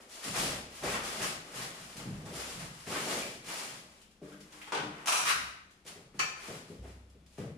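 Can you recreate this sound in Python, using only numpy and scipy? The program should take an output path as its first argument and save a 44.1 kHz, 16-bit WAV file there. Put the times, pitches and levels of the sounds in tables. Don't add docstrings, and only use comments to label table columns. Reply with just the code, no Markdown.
import sys
import numpy as np
from scipy import signal
from scipy.fft import rfft, irfft, next_fast_len
from scipy.io import wavfile

SR = 44100
rng = np.random.default_rng(int(sys.argv[2]) if len(sys.argv) > 2 else 0)


def transcribe(u):
    v = np.clip(np.atleast_2d(u).T, -1, 1)
    q = np.round(v * 32767).astype(np.int16)
    wavfile.write(sys.argv[1], SR, q)


N = 333837
TIME = np.arange(N) / SR
SPOTS = 4
FFT_SIZE = next_fast_len(N + 2 * SR)


def film(rooms, slide_gain, crinkle_gain):
    # frequency in Hz, relative spectral level in dB.
    slide_spectrum = [(380, -20.5), (650, -4.5), (1200, 0), (1400, -2.5), (2000, -3), (2800, -7.5),
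                      (3900, -17.5), (6000, -75)]
    crinkle_spectrum = [(1590, -8), (2700, -2.5), (4120, -3.5), (5100, -3), (6340, -5), (7610, -3.5),
                        (8370, -8.5), (9340, -4.5), (14500, -21), (15500, -23)]
    # start in seconds, relative level in dB.
    creases = [(1.968, -15), (4.016, -28.5), (4.11, -36), (4.405, -25.5), (4.523, -24), (5.708, -32),
               (5.8645, -19.5), (5.877, -15.5), (7.099, -36), (7.263, -33.5)]
    sliding = from_db(0.5) * slide_gain * grains(per_s=4000, spread_db=0, clump_db=2.2, clump_rate=70)
    buckling = from_db(2) * crinkle_gain * grains(per_s=1700, spread_db=3, clump_db=0.64, clump_rate=98)
    buckling += contacts(creases, chatter=3.4, chatter_s=0.0063)
    return (in_room(scatter(sliding), colour(slide_spectrum), rooms, direct_db=-7.5, pan_db=2.5)
            + in_room(scatter(buckling), colour(crinkle_spectrum), rooms, direct_db=-8.5, pan_db=2.5))


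def pulling():
    # start, rise and length in seconds, relative crinkling level in dB,
    # then offsets from it in dB for sliding and for rubbing on the box.
    pulls = [(0.0, 0.0017, 0.014, -57.5, -0.5, 3.5), (0.062, 0.072, 0.31, -48, -6, -4),
             (0.212, 0.028, 0.077, -41, -5, -2), (0.317, 0.051, 0.088, -34, 0, -1),
             (0.403, 0.023, .11, -39.5, -1, 1.5), (0.669, 0.09, 0.18, -49.5, -0.5, -3.5),
             (0.796, 0.058, 0.16, -39.5, 3.5, 3), (1.012, 0.026, 0.15, -42, -0.5, -1.5),
             (1.167, 0.061, 0.068, -34, -1, 0), (1.403, 0.074, 0.26, -54.5, 0, 0),
             (1.508, 0.051, 0.13, -42.5, -1, -1.5), (1.71, .04, 0.26, -51.5, -3, -3),
             (1.943, .03, 0.077, -51, 1.5, 5), (2.05, 0.022, 0.2, -57.5, 2, 5),
             (2.236, 0.032, .1, -51.5, 1, 10), (2.297, 0.074, 0.24, -42.5, -3.5, -2.5),
             (2.544, 0.082, 0.076, -45, 2.5, 1), (2.703, 0.044, 0.27, -53.5, -1.5, -6),
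             (2.84, 0.081, 0.25, -38.5, 0, 2), (3.039, 0.064, 0.14, -37.5, -.5, -.5),
             (3.222, 0.019, 0.078, -48, -16.5, -6.5), (3.409, 0.1, 0.24, -40.5, -2.5, -5),
             (3.65, .04, 0.13, -53, -1.5, -1), (3.85, 0.043, 0.14, -63.5, -2, -3),
             (4.197, 0.054, 0.62, -62, 2.5, -14), (4.484, 0.07, 0.38, -56.5, 1.5, -3),
             (4.88, 0.11, 0.15, -59.5, 10, 2), (5.692, 0.016, .04, -77, -5, -6),
             (5.838, 0.023, 0.078, -57, 0.5, -4), (5.94, .02, 0.041, -67, 6, 4),
             (6.128, 0.026, .05, -62.5, 5, 8), (6.321, 0.16, 0.23, -48, 1, -3),
             (6.658, 0.03, 0.075, -62, -3, -2), (6.805, 0.039, 0.1, -62, 2.5, 7),
             (7.258, 0.095, .11, -63, -7, -6), (7.371, 0.011, 0.013, -54.5, 6, -7)]
    power = np.zeros((3, N))
    for start, rise_s, length_s, db, slide_db, rub_db in pulls:
        levels = from_db([[db], [db + slide_db], [db + rub_db]])
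        power += (levels * swell(start, rise_s, length_s, release_db_per_s=158)) ** 2
    return np.sqrt(power)


def box(rooms, rub_gain):
    # start and length in seconds, relative level in dB.
    shoves = [(0.242, .06, -38), (0.354, 0.14, -38.5), (0.804, 0.091, -38.5), (1.0, 0.089, -51.5),
              (1.16, 0.13, -43.5), (1.39, 0.055, -64), (1.52, 0.093, -48), (1.76, 0.048, -53),
              (1.94, 0.11, -44.5), (2.02, 0.12, -39.5), (2.195, 0.1, -42), (2.522, 0.12, -41),
              (2.86, .13, -44.5), (3.084, 0.15, -46), (3.333, 0.027, -50.5), (3.45, .05, -51),
              (3.616, 0.16, -54.5), (3.84, 0.074, -65), (5.17, .06, -53.5), (5.345, 0.072, -53),
              (5.97, 0.089, -59), (6.14, 0.11, -51)]
    # frequency in Hz, relative spectral level in dB.
    rumble_spectrum = [(45, -5), (65, -10), (90, -13), (125, 0), (185, -2.5), (250, -2.5), (320, -16),
                       (530, -55)]
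    rub_spectrum = [(130, -24.5), (220, -1.5), (280, -3.5), (370, -2), (450, -1.5), (570, 0), (700, -4.5),
                    (900, -8), (1580, -57.5)]
    # resonance frequency and bandwidth in Hz, relative level in dB.
    panel_peaks = [(127, 19, 0), (190, 25, 6), (240.5, 20, -3.5)]
    power = sum((from_db(db) * swell(start, 0.021, length_s, release_db_per_s=215)) ** 2
                for start, length_s, db in shoves)
    shaking = from_db(-3) * np.sqrt(power) * grains(per_s=990, spread_db=3.5, clump_db=2, clump_rate=61)
    rubbing = from_db(-2.5) * rub_gain * grains(per_s=1500, spread_db=-1.5, clump_db=3.5, clump_rate=51)
    panels = hard_body(rumble_spectrum, panel_peaks, ring_db=-4)
    return (in_room(scatter(shaking), panels, rooms, direct_db=-1, pan_db=-1.4)
            + in_room(scatter(rubbing), colour(rub_spectrum), rooms, direct_db=-3, pan_db=0.5))


def thuds(rooms):
    # start in seconds, relative level in dB, cut-off of the contact in Hz.
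    blows = [(1.2, -11, 159), (2.056, -4.5, 159), (2.105, -19, 180), (2.238, -15, 300), (2.872, -9.5, 258),
             (4.797, -12.5, 223), (4.85, -27, 220), (5.854, -23, 600), (5.959, -20, 905),
             (6.145, -20.5, 450), (6.484, -10.5, 1190), (6.505, -13.5, 900), (6.70, -12, 450),
             (6.745, -21.5, 453), (6.86, -24, 1200), (7.15, -26, 480), (7.384, -7, 1190), (7.39, -5, 180),
             (7.445, -14.5, 830)]
    # frequency in Hz, relative spectral level in dB.
    panel_spectrum = [(55, -49), (75, -6), (115, 0.5), (164, 4.5), (322, -4), (427, 1), (549, -2),
                      (800, -11), (1200, -30), (3000, -30), (6000, -39)]
    forces, panel = np.zeros((SPOTS, N)), colour(panel_spectrum)
    for k, (start, db, cut_hz) in enumerate(blows):
        pulse = soften(signal.unit_impulse(SR // 20), cut_hz)
        pulse /= np.linalg.norm(through(pulse, panel))
        forces[k % SPOTS, round(start * SR):][:len(pulse)] += from_db(db) * pulse
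    return in_room(forces, panel, rooms, direct_db=-9.5, pan_db=1.9)


def seat(rooms):
    # start in seconds, relative level in dB.
    floor_hits = [(4.675, -16), (4.722, 0), (4.732, -6), (4.749, -0.5), (4.773, -4.5), (4.80, -8),
                  (4.835, -14.5)]
    bowl_hits = [(4.217, -41.5), (4.229, -47), (4.341, -51), (4.55, -60), (4.724, -48), (4.83, -42)]
    # frequency in Hz, relative spectral level in dB.
    knock_spectrum = [(200, -14), (290, -15), (450, -2), (675, -8.5), (900, 0.5), (1320, -4.5), (1490, 0.5),
                      (1650, -9), (2600, -8.5), (5000, -17), (9500, -26.5), (14000, -46)]
    # frequency in Hz, relative level in dB, 60 dB decay time in seconds.
    seat_modes = [(151, -4.5, 0.31), (196.7, 1, 0.2), (303.4, 2.5, 0.45), (378, -6, 0.2), (451, 3, 0.081),
                  (544, -9, 0.22), (600, -1.5, 0.17)]
    knocks = scatter(contacts(floor_hits, chatter=1, chatter_s=0.0053))
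    bumps = scatter(contacts(bowl_hits, chatter=0.22, chatter_s=0.008))
    shell = soften(soften(ringing(seat_modes, count=SR), cut_hz=1100), cut_hz=690)
    return (in_room(knocks, colour(knock_spectrum), rooms, direct_db=-10, pan_db=2.6)
            + in_room(bumps, shell, rooms, direct_db=-4.5, pan_db=2))


def judder(rooms):
    # time in seconds, relative level in dB, slips per second.
    first_stroke = [(5.07, -41, 126), (5.083, -27.5, 117), (5.125, -25.5, 129), (5.165, -25.5, 132),
                    (5.21, -29.5, 160), (5.27, -38, 195)]
    second_stroke = [(5.255, -24.5, 169.8), (5.28, -20.5, 170.7), (5.298, -17.5, 159.6),
                     (5.315, -35, 119.7), (5.34, -39, 89.9), (5.47, -45, 70), (5.5, -70, 60.4)]
    # start in seconds, relative level in dB.
    sharp_slips = [(5.0594, -5), (5.073, 1), (5.0823, 3.5), (5.1235, 2), (5.1887, -23)]
    # frequency in Hz, relative spectral level in dB.
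    first_spectrum = [(150, -22.5), (400, -18), (600, -8.5), (800, -6), (1250, 1.5), (1900, -9),
                      (2600, -3.5), (3500, -10), (4300, -9.5), (5800, -9.5), (8400, -10.5), (9800, -9.5),
                      (12000, -21), (15500, -29)]
    second_spectrum = [(130, -19), (400, -23.5), (700, -19), (1050, -1), (1450, -2.5), (2100, 1),
                       (2850, -2), (3400, -7), (5700, -8), (8400, -13), (9800, -9.5), (12000, -19),
                       (15500, -28)]
    # resonance frequency and bandwidth in Hz, relative level in dB.
    first_peaks = [(1003, 27, 4), (1250, 27, 7), (2410, 36, 0), (4050, 51, 2), (5650, 220, -5.5),
                   (7180, 93, -7), (10100, 150, -20)]
    second_peaks = [(1315, 320, 4), (1539, 27, 14.5), (1870, 74, -4), (2205, 47, 3), (2530, 28, -13),
                    (3140, 160, -17), (3730, 110, -6), (6100, 110, -7)]
    first = scatter(stick_slip(first_stroke) + contacts(sharp_slips, chatter=0.59, chatter_s=0.0041))
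    second = scatter(stick_slip(second_stroke))
    first_body = hard_body(first_spectrum, first_peaks, ring_db=-7.5)
    second_body = hard_body(second_spectrum, second_peaks, ring_db=-3)
    return (in_room(first, first_body, rooms, direct_db=-10.5, pan_db=1.5)
            + in_room(second, second_body, rooms, direct_db=-11.5, pan_db=2.5))


def stick_slip(stroke):
    times, level_db, per_s = np.transpose(stroke)
    cycles = np.cumsum(np.interp(TIME, times, per_s) * from_db(3 * drift(150))) / SR
    released = np.diff(np.floor(cycles), prepend=0) > 0
    slips = rms_one(released * from_db(1.8 * rng.standard_normal(N)))
    grit = grains(per_s=3000, spread_db=3, clump_db=3.5, clump_rate=140)
    moving = (TIME >= times[0]) & (TIME <= times[-1])
    return from_db(np.interp(TIME, times, level_db)) * moving * (0.54 * slips + 0.48 * grit)


def hinges(rooms):
    # start in seconds, relative level in dB, pitch in Hz.
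    ticks = [(3.224, -8.5, 2460), (3.255, -16.5, 2580), (4.014, -33, 2740), (4.32, -23.5, 1590),
             (4.404, -32, 5740), (4.616, -17, 2350), (4.619, -24, 3180)]
    # start in seconds, relative level in dB.
    stop_hits = [(6.1905, 5.5), (6.196, -8)]
    # frequency in Hz, relative spectral level in dB.
    clack_spectrum = [(240, -19), (420, -14.5), (620, -8), (800, -6.5), (1050, -13), (1770, -2), (2100, -7),
                      (2400, -2), (2750, -3), (3900, -14), (4550, -6.5), (5100, -12.5), (6400, -6),
                      (7950, -16.5), (12800, -26.5), (15000, -57)]
    # resonance frequency and bandwidth in Hz, relative level in dB.
    hinge_peaks = [(1045, 26, 3), (1283, 63, 0.5), (1760, 30, -6), (2383, 25, 8.5), (2580, 39, 2),
                   (2660, 27, -3), (4450, 58, -5.5), (4617, 30, -9), (5620, 25, -4), (6350, 28, -9),
                   (6680, 35, -6)]
    creaks = 0
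    for start, db, hz in ticks:
        tick = from_db(db) * energy_one(ringing([(hz, 0, 0.007)], count=SR // 20))
        creaks += through(contacts([(start, 0)], chatter=1.4, chatter_s=0.0025), tick)
    clack = scatter(contacts(stop_hits, chatter=0.98, chatter_s=0.003))
    hinge = hard_body(clack_spectrum, hinge_peaks, ring_db=0)
    return (in_room(creaks, [1], rooms[:1], direct_db=-11, pan_db=3.5)
            + in_room(clack, hinge, rooms, direct_db=-27, pan_db=3.5))


def room_boom():
    # start in seconds, relative level in dB.
    pushes = [(0.44, -42.5), (0.86, -45.5), (2.36, -46), (2.62, -65), (5.35, -51), (6.791, -37.5)]
    # frequency in Hz, relative level in dB, 60 dB decay time in seconds.
    room_modes = [(64.8, -5.5, 1.5), (51, -11, .3), (96.4, -11.5, 1.4), (134.4, -14, 0.65)]
    force = soften(contacts(pushes, chatter=0.1, chatter_s=0.002), cut_hz=200)
    return through(force, ringing(room_modes, count=2 * SR))


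def bathroom():
    # frequency in Hz, reverberation time in seconds.
    room_t60 = [(80, 0.7), (250, 0.93), (1000, 0.66), (3000, 0.7), (7000, 0.55), (14000, 0.41)]
    # frequency in Hz, left-right correlation.
    correlation = [(30, 1), (60, 0.88), (170, 1), (260, 1), (350, 1), (550, 0.81), (1000, -0.28),
                   (2000, -0.1), (4000, -0.077), (12000, -0.22)]
    t, hz = TIME[:SR], np.arange(SR // 2 + 1)
    mid, side = np.exp(2j * np.pi * rng.random((2, len(hz))))
    alike = at_hz(correlation, hz)
    field = np.sqrt(1 + alike) * mid + np.sqrt(1 - alike) * side * [[1], [-1]]
    early = (1 + 0.65 * np.exp(-t / 0.029)) * (t > 0.0015)
    centres = np.geomspace(60, 15360, 9)
    echoes = 0
    for centre, weights in zip(centres, np.eye(len(centres))):
        band = irfft(field * at_hz(list(zip(centres, weights)), hz), SR)
        echoes += band * energy_one(early * from_db(-60 * t / at_hz(room_t60, centre)))
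    return energy_one(echoes)


def still_air(rooms):
    # frequency in Hz, relative spectral level in dB.
    air_spectrum = [(25, -10), (45, -14), (65, -2), (100, -20), (200, -9), (300, -16), (500, -19.5),
                    (1100, -25.5), (2500, -27.5), (4000, -31.5), (10000, -37.5), (15000, -52)]
    noise = from_db(-65) * rng.standard_normal(N)
    return in_room(scatter(noise), colour(air_spectrum), rooms, direct_db=-5, pan_db=3.5)


def swell(start, rise_s, length_s, release_db_per_s, sag_db_per_s=16.5):
    t = np.maximum(TIME - start, 0)
    rise = np.sin(np.pi / 2 * np.minimum(t / rise_s, 1)) ** 2
    return rise * from_db(-sag_db_per_s * t - release_db_per_s * np.maximum(t - length_s, 0))


def grains(per_s, spread_db, clump_db, clump_rate):
    born = rng.random(N) < per_s / SR
    sizes = from_db(spread_db * np.minimum(rng.exponential(1, N), 4))
    signs = rng.choice([-1, 1], N)
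    return rms_one(born * sizes * signs * from_db(clump_db * drift(clump_rate)))


def drift(rate):
    knots = rng.standard_normal(4000)
    return rms_one(np.interp(TIME * rate, np.arange(len(knots)), knots))


def contacts(blows, chatter, chatter_s):
    force, t = np.zeros(N + SR), TIME[:SR // 10]
    for start, db in blows:
        burst = chatter * energy_one(rng.standard_normal(len(t)) * np.exp(-t / chatter_s))
        burst[0] = 1
        force[round(start * SR):][:len(t)] += from_db(db) * energy_one(burst)
    return force[:N]


def soften(x, cut_hz):
    return signal.sosfilt(signal.butter(2, cut_hz, fs=SR, output="sos"), x)


def hard_body(spectrum, peaks, ring_db):
    crack = colour(spectrum)
    modes = [(hz, db + 20 * np.log10(width), np.log(1000) / np.pi / width) for hz, width, db in peaks]
    return energy_one(crack + from_db(ring_db) * energy_one(ringing(modes, count=len(crack))))


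def ringing(modes, count):
    t = TIME[:count]
    return sum((-1) ** k * from_db(db - 60 * t / t60) * np.cos(2 * np.pi * hz * t)
               for k, (hz, db, t60) in enumerate(modes))


def colour(spectrum, size=8192):
    hz = np.arange(size // 2 + 1) * SR / size
    bass_loss = np.clip(hz / spectrum[0][0], 0.01, 1) ** 2
    cepstrum = irfft(np.log(from_db(at_hz(spectrum, hz)) * bass_loss))
    cepstrum[size // 2:] = 0
    cepstrum[0] = 0
    return energy_one(irfft(np.exp(rfft(2 * cepstrum))))


def scatter(clicks):
    return clicks * (rng.integers(0, SPOTS, N) == np.arange(SPOTS)[:, None])


def in_room(forces, body, rooms, direct_db, pan_db):
    direct = from_db(direct_db)
    drive = rfft(forces, FFT_SIZE)
    echoes = np.einsum("sf,scf->cf", drive, rooms)
    heard = (echoes + direct * drive.sum(axis=0)) / np.hypot(1, direct)
    balance = from_db([[pan_db / 2], [-pan_db / 2]])
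    return irfft(heard * rfft(body, FFT_SIZE), FFT_SIZE)[:, :N] * balance


def through(x, response):
    return signal.oaconvolve(np.atleast_2d(x), np.atleast_2d(response), axes=-1)[:, :N]


def at_hz(points, hz):
    known_hz, values = np.transpose(points)
    return np.interp(np.log(np.maximum(hz, 1)), np.log(known_hz), values)


def from_db(db):
    return 10 ** (np.asarray(db) / 20)


def rms_one(x):
    return x / np.sqrt(np.mean(x ** 2) + 1e-20)


def energy_one(x):
    return rms_one(x) / np.sqrt(x.shape[-1])


def scene():
    rooms = rfft(np.array([bathroom() for spot in range(SPOTS)]), FFT_SIZE)
    background = room_boom() + still_air(rooms)
    crinkle_gain, slide_gain, rub_gain = pulling()
    unwrapping = film(rooms, slide_gain, crinkle_gain) + box(rooms, rub_gain)
    return unwrapping + thuds(rooms) + seat(rooms) + judder(rooms) + hinges(rooms) + background


def record(dry):
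    cutoff_hz = 15250
    return signal.sosfilt(signal.ellip(12, 0.1, 90, cutoff_hz, fs=SR, output="sos"), dry)


dry = scene()
out = record(dry)
transcribe(out)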